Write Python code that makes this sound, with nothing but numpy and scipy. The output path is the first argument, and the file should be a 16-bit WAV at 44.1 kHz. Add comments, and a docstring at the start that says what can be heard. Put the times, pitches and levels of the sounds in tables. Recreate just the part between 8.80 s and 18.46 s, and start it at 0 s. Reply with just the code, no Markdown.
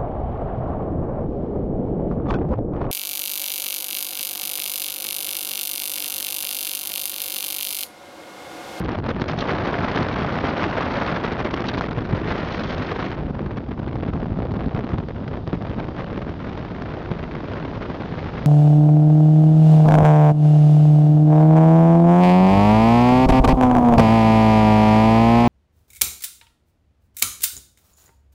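"""Wind hammers the microphone: a deep rumble, a tearing flutter and single hard buffets.
This is a seat in the open hull of a speedboat running flat out on a river. The headwind breaks into
eddies at the microphone port, bright in the open air and deep in the lee.
Under it the engine's firings drone at a steady speed, and the spray of the wake hisses,
growing louder as the microphone turns astern."""
import sys
import numpy as np
from scipy.fft import rfft, irfft, next_fast_len
from scipy.io import wavfile
from scipy.ndimage import uniform_filter1d, map_coordinates

SR = 44100
rng = np.random.default_rng(int(sys.argv[2]) if len(sys.argv) > 2 else 0)


def wav_out(sig):
    """Save sig, one row per channel (or a flat mono array), as 16-bit PCM at SR to the path in sys.argv[1]."""
    wavfile.write(sys.argv[1], SR, np.round(np.clip(np.atleast_2d(sig).T, -1, 1) * 32767).astype(np.int16))


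N = 426006


def amp(db):
    """Decibels to gain."""
    return 10 ** (np.asarray(db) / 20)


def unit(x):
    """x at rms 1."""
    return x / np.sqrt(np.mean(x ** 2) + 1e-20)


def noise():
    """White noise of rms 1."""
    return rng.standard_normal(N)


def wobble(rate):
    """A smooth random modulator, rate knots a second."""
    knots = rng.standard_normal(int(N * rate / SR) + 4)
    return map_coordinates(knots, [np.arange(N) * rate / SR])


def automation(rows):
    """One curve, sample by sample, for each column after the time."""
    times, *columns = np.transpose(rows)
    return [np.interp(np.arange(N) / SR, times, column) for column in columns]


def swells(rows):
    """Smooth rises and falls, one for each row of peak t/s, length/s, height."""
    total = np.zeros(N)
    for t, length, height in rows:
        span = np.arange(max(0, int((t - length / 2) * SR)), min(N, int((t + length / 2) * SR)))
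        total[span] += height * np.cos(np.pi * (span / SR - t) / length) ** 2
    return total


def filtered(x, response):
    """x through a frequency response, a function of f/Hz."""
    size = next_fast_len(N + 8192)
    return irfft(rfft(x, size) * response(np.fft.rfftfreq(size, 1 / SR)), size)[:N]


def eq(x, points):
    """x through an EQ curve of f/Hz, relative level/dB; white input keeps its level."""
    f, db = np.transpose(points)
    return filtered(x, lambda hz: unit(amp(np.interp(np.log(hz + 1), np.log(f), db))))


def steadied(gain, span_s):
    """A fluctuating gain with its power held at 1 over span_s."""
    return gain / np.sqrt(np.abs(uniform_filter1d(gain ** 2, int(span_s * SR))) + 1e-9)


def swirl(eddies_db, depth, flicker_db):
    """Noise that bunches into the peaks of the eddies, with a flicker of its own."""
    return noise() * steadied(amp(depth * eddies_db + flicker_db * wobble(170)), span_s=0.059)


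def pressure_spikes(kicks, corner_hz, leak_hz=130, edge_hz=3900):
    """Each kick becomes a sharp suction spike that swings back as the air leaks past the port."""
    def response(f):
        leak = 1j * f / (leak_hz + 1j * f)
        return -leak / (1 + 1j * f / corner_hz) ** 2 / np.sqrt(1 + (f / edge_hz) ** 10)
    return filtered(kicks, response)


def eddy_hits(eddies_db, per_s, corner_hz):
    """Single eddies of uneven size hit the port, most often in the peaks of the flow."""
    rate = per_s * steadied(amp(0.8 * eddies_db), span_s=0.12)
    kicks = (rng.random(N) < rate / SR) * rng.uniform(0.28, 1, N)
    return unit(pressure_spikes(kicks, corner_hz))


# Gusts that swell and pass: peak t/s, rise/dB
GUSTS = [(.3, 3.5), (.5, 1), (0.701, 5), (0.871, 2), (1.19, 0.5), (1.83, 2), (2.02, 1.5), (2.32, 1.5),
         (2.45, 3), (2.66, 1), (3.5, 2), (4.2, -0.5), (4.78, 5.5), (5.0, 3), (5.42, 2.5), (5.82, 1.5),
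         (5.97, 6), (6.115, 4.5), (6.54, 4), (6.85, 2.5), (7.0, 2.5), (7.19, 6), (7.37, 2.5), (7.67, 3.5),
         (8.33, 0.5), (8.43, 1), (8.74, 0.5), (8.9, 0), (9.12, 0.5), (9.38, 1.5), (9.58, 2.5)]
# Lulls where the stream lifts off the port: middle t/s, length/s, drop/dB
LULLS = [(0.062, 0.047, 3), (0.171, 0.047, 7.5), (0.22, 0.058, 9), (0.342, 0.051, 8), (0.455, 0.067, 5.5),
         (0.56, 0.082, 4), (1.944, 0.095, 2), (2.402, 0.088, 2.5), (2.524, .08, 1.5), (3.284, .06, 5),
         (3.41, 0.078, 4), (4.83, 0.15, 4), (4.964, 0.088, 4), (5.497, 0.053, 8), (5.9, 0.044, 2.5),
         (6.262, 0.066, 8), (6.33, 0.029, 12), (6.635, 0.13, 6.5), (7.55, 0.18, 2.5), (9.304, 0.086, 2.5)]


def gusting(gust_s=0.075, stall_s=0.026, stall_db=2, sway_db=0.94):
    """The stream's ride in dB: gusts, lulls, a brief stall before each buffet and a random sway."""
    gusts = swells((t, gust_s, db) for t, db in GUSTS)
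    stalls = swells((t - stall_s / 2, stall_s, stall_db) for t, *_ in BUFFETS)
    return gusts - swells(LULLS) - stalls + sway_db * wobble(40)


# The stream across the turning microphone:
# t/s, strength/dB, exposure (0 in the lee, 1 in the open), gustiness (0 even, 1 lumpy)
STREAM = [(0, -0.5, 0.7, 0.99), (.52, 0, 0.82, 0.59), (.72, 3.5, 0.74, 0.28), (1.3, 2, .93, 0.42),
          (2.15, 3, 0.93, .3), (2.8, 0, .86, 0.58), (3.24, -2.5, 0.82, 0.68), (3.5, -1, 0.91, 0.22),
          (4.25, -1.5, 0.9, .45), (4.42, -4.5, 0.23, .8), (4.9, -6, 0.24, 0.97), (5.6, -1.3, 0, .92),
          (6.12, -1.8, 0, .95), (6.3, -5.3, 0.008, 0.83), (7.5, -5, 0.46, 0.67), (7.75, -5, 0.43, .5),
          (9.66, -4.5, 0.52, 0.6)]


def headwind():
    """Big eddies break into smaller ones; the finer the sound, the more it bunches into their peaks."""
    strength_db, exposure, gustiness = automation(STREAM)
    gust_db = gusting()
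    eddies_db = gustiness * (1.7 * wobble(50) + 3.8 * wobble(135) + 3.2 * wobble(380) + 2 * wobble(1100))

    def fader(db, follow, gust, open_db):
        """A layer's gain: base level/dB, dB per dB of strength, dB per dB of gust, open-air lift/dB."""
        return amp(db + follow * strength_db + gust * gust_db + open_db * exposure)

    return (wind_rumble(fader, eddies_db) + wind_flutter(fader, eddies_db, strength_db)
            + wind_tearing(fader, eddies_db))


# EQ of the wind's sub boom and of the rumble above it: f/Hz, level/dB
BOOM_EQ = [(10, -22), (22, -9), (40, -2.5), (65, 5.5), (100, -14.5), (200, -31), (800, -93.5)]
RUMBLE_EQ = [(15, -29.5), (35, -13), (60, -9.5), (90, 0), (160, -1.5), (240, -4), (400, -13.5), (800, -43),
             (2000, -91)]
# How each rides the stream: settings for fader()
BOOM_RIDE = dict(db=-34.5, follow=0.19, gust=.2, open_db=-7)
RUMBLE_RIDE = dict(db=-26, follow=.55, gust=.5, open_db=-4)
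# Low-end automation, which each layer follows in part: t/s, level/dB
LOW_END = [(0, 7.5), (.45, 1), (.75, -4.5), (1.25, -0.5), (2.2, -2.5), (2.8, -1), (3.3, 5), (4.2, 0.5),
           (5.15, 3.5), (6.3, -2.5), (7, -0.5), (8.3, -1.5), (9.66, -0.5)]


def wind_rumble(fader, eddies_db):
    """The wind's low end: a boom, a churning rumble and the soft knocks of large eddies passing."""
    bass_db, = automation(LOW_END)
    boom = fader(**BOOM_RIDE) * amp(0.92 * bass_db) * eq(noise(), BOOM_EQ)
    gain = fader(**RUMBLE_RIDE) * amp(0.6 * bass_db + 1.1 * wobble(24))
    rumble = amp(-1) * unit(eq(swirl(eddies_db, depth=0.59, flicker_db=1.56), RUMBLE_EQ))
    knocks = amp(-6.5) * eddy_hits(eddies_db, per_s=50, corner_hz=184)
    return boom + gain * (rumble + knocks)


# EQ of the flutter in a slow stream and of its roar in a fast one: f/Hz, level/dB
FLUTTER_EQ = [(80, -35.5), (200, -1), (320, 4.5), (600, 1), (1000, -6), (1500, -15), (2500, -36.5),
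              (6000, -62.5)]
ROAR_EQ = [(80, -25), (200, 6), (350, -4), (700, 1.5), (1000, -1), (1500, -7), (2500, -31.5), (6000, -62)]
# How the flutter rides the stream: settings for fader()
FLUTTER_RIDE = dict(db=-31.5, follow=0.95, gust=1, open_db=2.5)


def wind_flutter(fader, eddies_db, strength_db):
    """The mids: a faster stream sheds smaller eddies, lifting the pitch; tight ones snap at the port."""
    fast = np.clip((strength_db + 1) / 8, 0, 1)
    churn = swirl(eddies_db, depth=0.99, flicker_db=1.5)
    flutter = (1 - fast) * unit(eq(churn, FLUTTER_EQ)) + fast * unit(eq(churn, ROAR_EQ))
    snaps = amp(-7.5) * eddy_hits(eddies_db, per_s=75, corner_hz=1150)
    return fader(**FLUTTER_RIDE) * (flutter + snaps)


# EQ of the tearing and of the sizzle on top: f/Hz, level/dB
TEARING_EQ = [(200, -17.5), (600, -7), (1100, 2.5), (1600, 1.5), (2200, -3), (3200, -12), (4300, -21),
              (5500, -27.5), (6500, -43), (7400, -45.5)]
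SIZZLE_EQ = [(1000, -22), (2200, -7), (3200, 0), (4200, -3), (5400, -11), (6500, -19.5), (7400, -39.5)]
# How each rides the stream: settings for fader()
TEARING_RIDE = dict(db=-48.5, follow=0.55, gust=2.1, open_db=16.5)
SIZZLE_RIDE = dict(db=-62, follow=0.87, gust=1.7, open_db=16)
# Sizzle boosts, brief rasps and one longer, brighter stretch of wind: peak t/s, length/s, boost/dB
SIZZLE_BOOSTS = [(0.314, 0.089, 6), (0.427, 0.079, 10), (.5, 0.089, 8.5), (0.597, 0.093, 13),
                 (1.175, 0.19, 3), (2.742, 0.065, 8.5), (2.882, 0.073, 15.5), (2.985, 0.15, 6),
                 (3.85, .8, 6), (4.784, 0.065, 8)]


def wind_tearing(fader, eddies_db):
    """The top end: fine eddies tear and sizzle, most in the open air; at times the sizzle flares."""
    tearing = unit(eq(swirl(eddies_db, depth=1.39, flicker_db=3), TEARING_EQ))
    sizzle = unit(eq(swirl(eddies_db, depth=1.98, flicker_db=3.5), SIZZLE_EQ))
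    return fader(**TEARING_RIDE) * tearing + fader(**SIZZLE_RIDE) * amp(swells(SIZZLE_BOOSTS)) * sizzle


def burst(attack_s, decay_s):
    """The envelope of one eddy striking, peak 1."""
    t = np.arange(SR // 10) / SR
    shape = (1 - np.exp(-t / attack_s)) * np.exp(-t / decay_s)
    return shape / shape.max()


# Hard wind hits, before each layer's trim: t/s, spike and slap level/dB, thump level/dB
BUFFETS = [(0.039, -15, -22.5), (0.091, -10, -24), (0.146, -22, -22), (0.187, -13, -19),
           (0.265, -10.5, -21.5), (0.289, -12.5, -14), (0.312, -12, -19.5), (0.398, -12.5, -26.5),
           (0.418, -10, -14), (0.441, -11, -27.5), (0.735, -11, -18), (0.849, -12, -32),
           (0.988, -12, -20.5), (1.212, -17, -14), (1.559, -16.5, -22), (1.641, -9.5, -25),
           (2.74, -12.5, -15.5), (2.88, -20.5, -18), (3.01, -5, -41), (3.174, -15, -25), (3.216, -19, -17),
           (3.332, -20, -12), (4.192, -9, -21), (4.316, -11, -28), (4.506, -24, -16.5), (4.78, -23, -22),
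           (4.992, -21, -22.5), (5.156, -16, -22), (5.286, -19.5, -19.5), (5.335, -14.5, -16),
           (5.402, -20.5, -25), (5.458, -19, -27), (5.718, -18.5, -18), (5.739, -18, -18),
           (5.767, -18, -15), (5.86, -17.5, -13.5), (5.948, -13, -15.5), (6.092, -18.5, -27.5),
           (6.135, -19, -12.5), (6.183, -12.5, -14.5), (6.228, -26, -19), (6.286, -17, -28.5),
           (6.479, -15, -22.5), (6.676, -13.5, -17), (6.73, -12, -14.5), (6.823, -16, -25.5),
           (6.897, -18, -18.5), (7.088, -18, -26), (7.194, -17.5, -24.5), (7.494, -19, -19.5),
           (7.776, -14.5, -24), (8.021, -11.5, -32), (8.315, -14.5, -17.5), (8.735, -11.5, -25.5),
           (9.101, -16, -28)]


def buffets():
    """A strong eddy hits the port: a pressure spike, a short torn slap and a longer low thump."""
    kicks, slap_env, thump_env = np.zeros((3, N + SR))
    short, long = burst(attack_s=0.0002, decay_s=0.0027), burst(attack_s=0.0028, decay_s=0.0061)
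    for t, hit_db, thump_db in BUFFETS:
        start = round(t * SR)
        kicks[start] += amp(hit_db + 22)
        slap_env[start:start + len(short)] += amp(hit_db - 9.5) * short
        thump_env[start:start + len(long)] += amp(thump_db - 3) * long
    thump = eq(thump_env[:N] * noise(), RUMBLE_EQ)
    return pressure_spikes(kicks[:N], corner_hz=900) + torn_slap(slap_env[:N]) + thump


# EQ of a buffet's slap: f/Hz, level/dB
SLAP_EQ = [(60, -17.5), (250, 8.5), (500, 3), (1000, 0.5), (1600, -6), (2600, -25.5), (4000, -25),
           (5500, -34.5), (7400, -51)]


def torn_slap(envelope):
    """Air slaps the port: a midrange body with a faint, bright torn edge."""
    return eq(envelope * noise(), SLAP_EQ) + amp(-20.5) * eq(envelope * noise(), SIZZLE_EQ)


# Partials of the engine drone: multiple of the firing rate, relative level/dB
ENGINE_ORDERS = [(.5, -10), (1, 6.5), (2, -15.5), (3, -15.5), (4, -15.5), (5, -20.5), (6, -27.5)]


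def engine(firing_hz=164, drone_db=-42, exhaust_db=-60):
    """The firing rate barely wavers at full throttle; each firing also puffs rough exhaust noise."""
    rate_hz = firing_hz * (1 + 0.004 * wobble(2.5) + 0.004 * wobble(25))
    phase = 2 * np.pi * np.cumsum(rate_hz) / SR
    drone = sum(amp(db + 0.94 * wobble(12)) * np.sin(order * phase + rng.uniform(0, 2 * np.pi))
                for order, db in ENGINE_ORDERS)
    exhaust = eq(noise() * (1 + np.cos(phase)) ** 2, FLUTTER_EQ)
    return amp(drone_db) * unit(drone) + amp(exhaust_db) * unit(exhaust)


# EQ of the spray: f/Hz, level/dB
SPRAY_EQ = [(100, -0.5), (400, -1.5), (1000, -13.5), (2000, -24.5), (3100, -21.5), (3450, -20),
            (3850, -21.5), (4150, -27), (4650, -25), (5300, -30.5), (5800, -36.5), (6700, -42), (7400, -47)]
# How openly the stern is heard: t/s, relative level/dB
STERN_OPENNESS = [(0, -23), (4, -1.5), (4.6, -5), (6.2, -1), (7, 0.5), (8, 1), (9.66, 6)]


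def wake():
    """Spray thrown from the hull hisses and swells a little, louder as the microphone turns astern."""
    stern_db, = automation(STERN_OPENNESS)
    return amp(stern_db - 45.5 + 0.36 * wobble(4.6)) * eq(noise(), SPRAY_EQ)


def scene():
    """The mono mix: wind on the microphone up front, engine and wake underneath."""
    return (headwind() + buffets() + engine() + wake())[None]


def record(dry):
    """A small microphone soft-clips the highest peaks and cuts the top end off steeply."""
    ceiling, top_hz = 0.43, 7250
    rounded = dry[0] / (1 + (dry[0] / ceiling) ** 4) ** (1 / 4)
    return filtered(rounded, lambda hz: 1 / np.sqrt(1 + (hz / top_hz) ** 80))[None]


dry = scene()
out = record(dry)
wav_out(out)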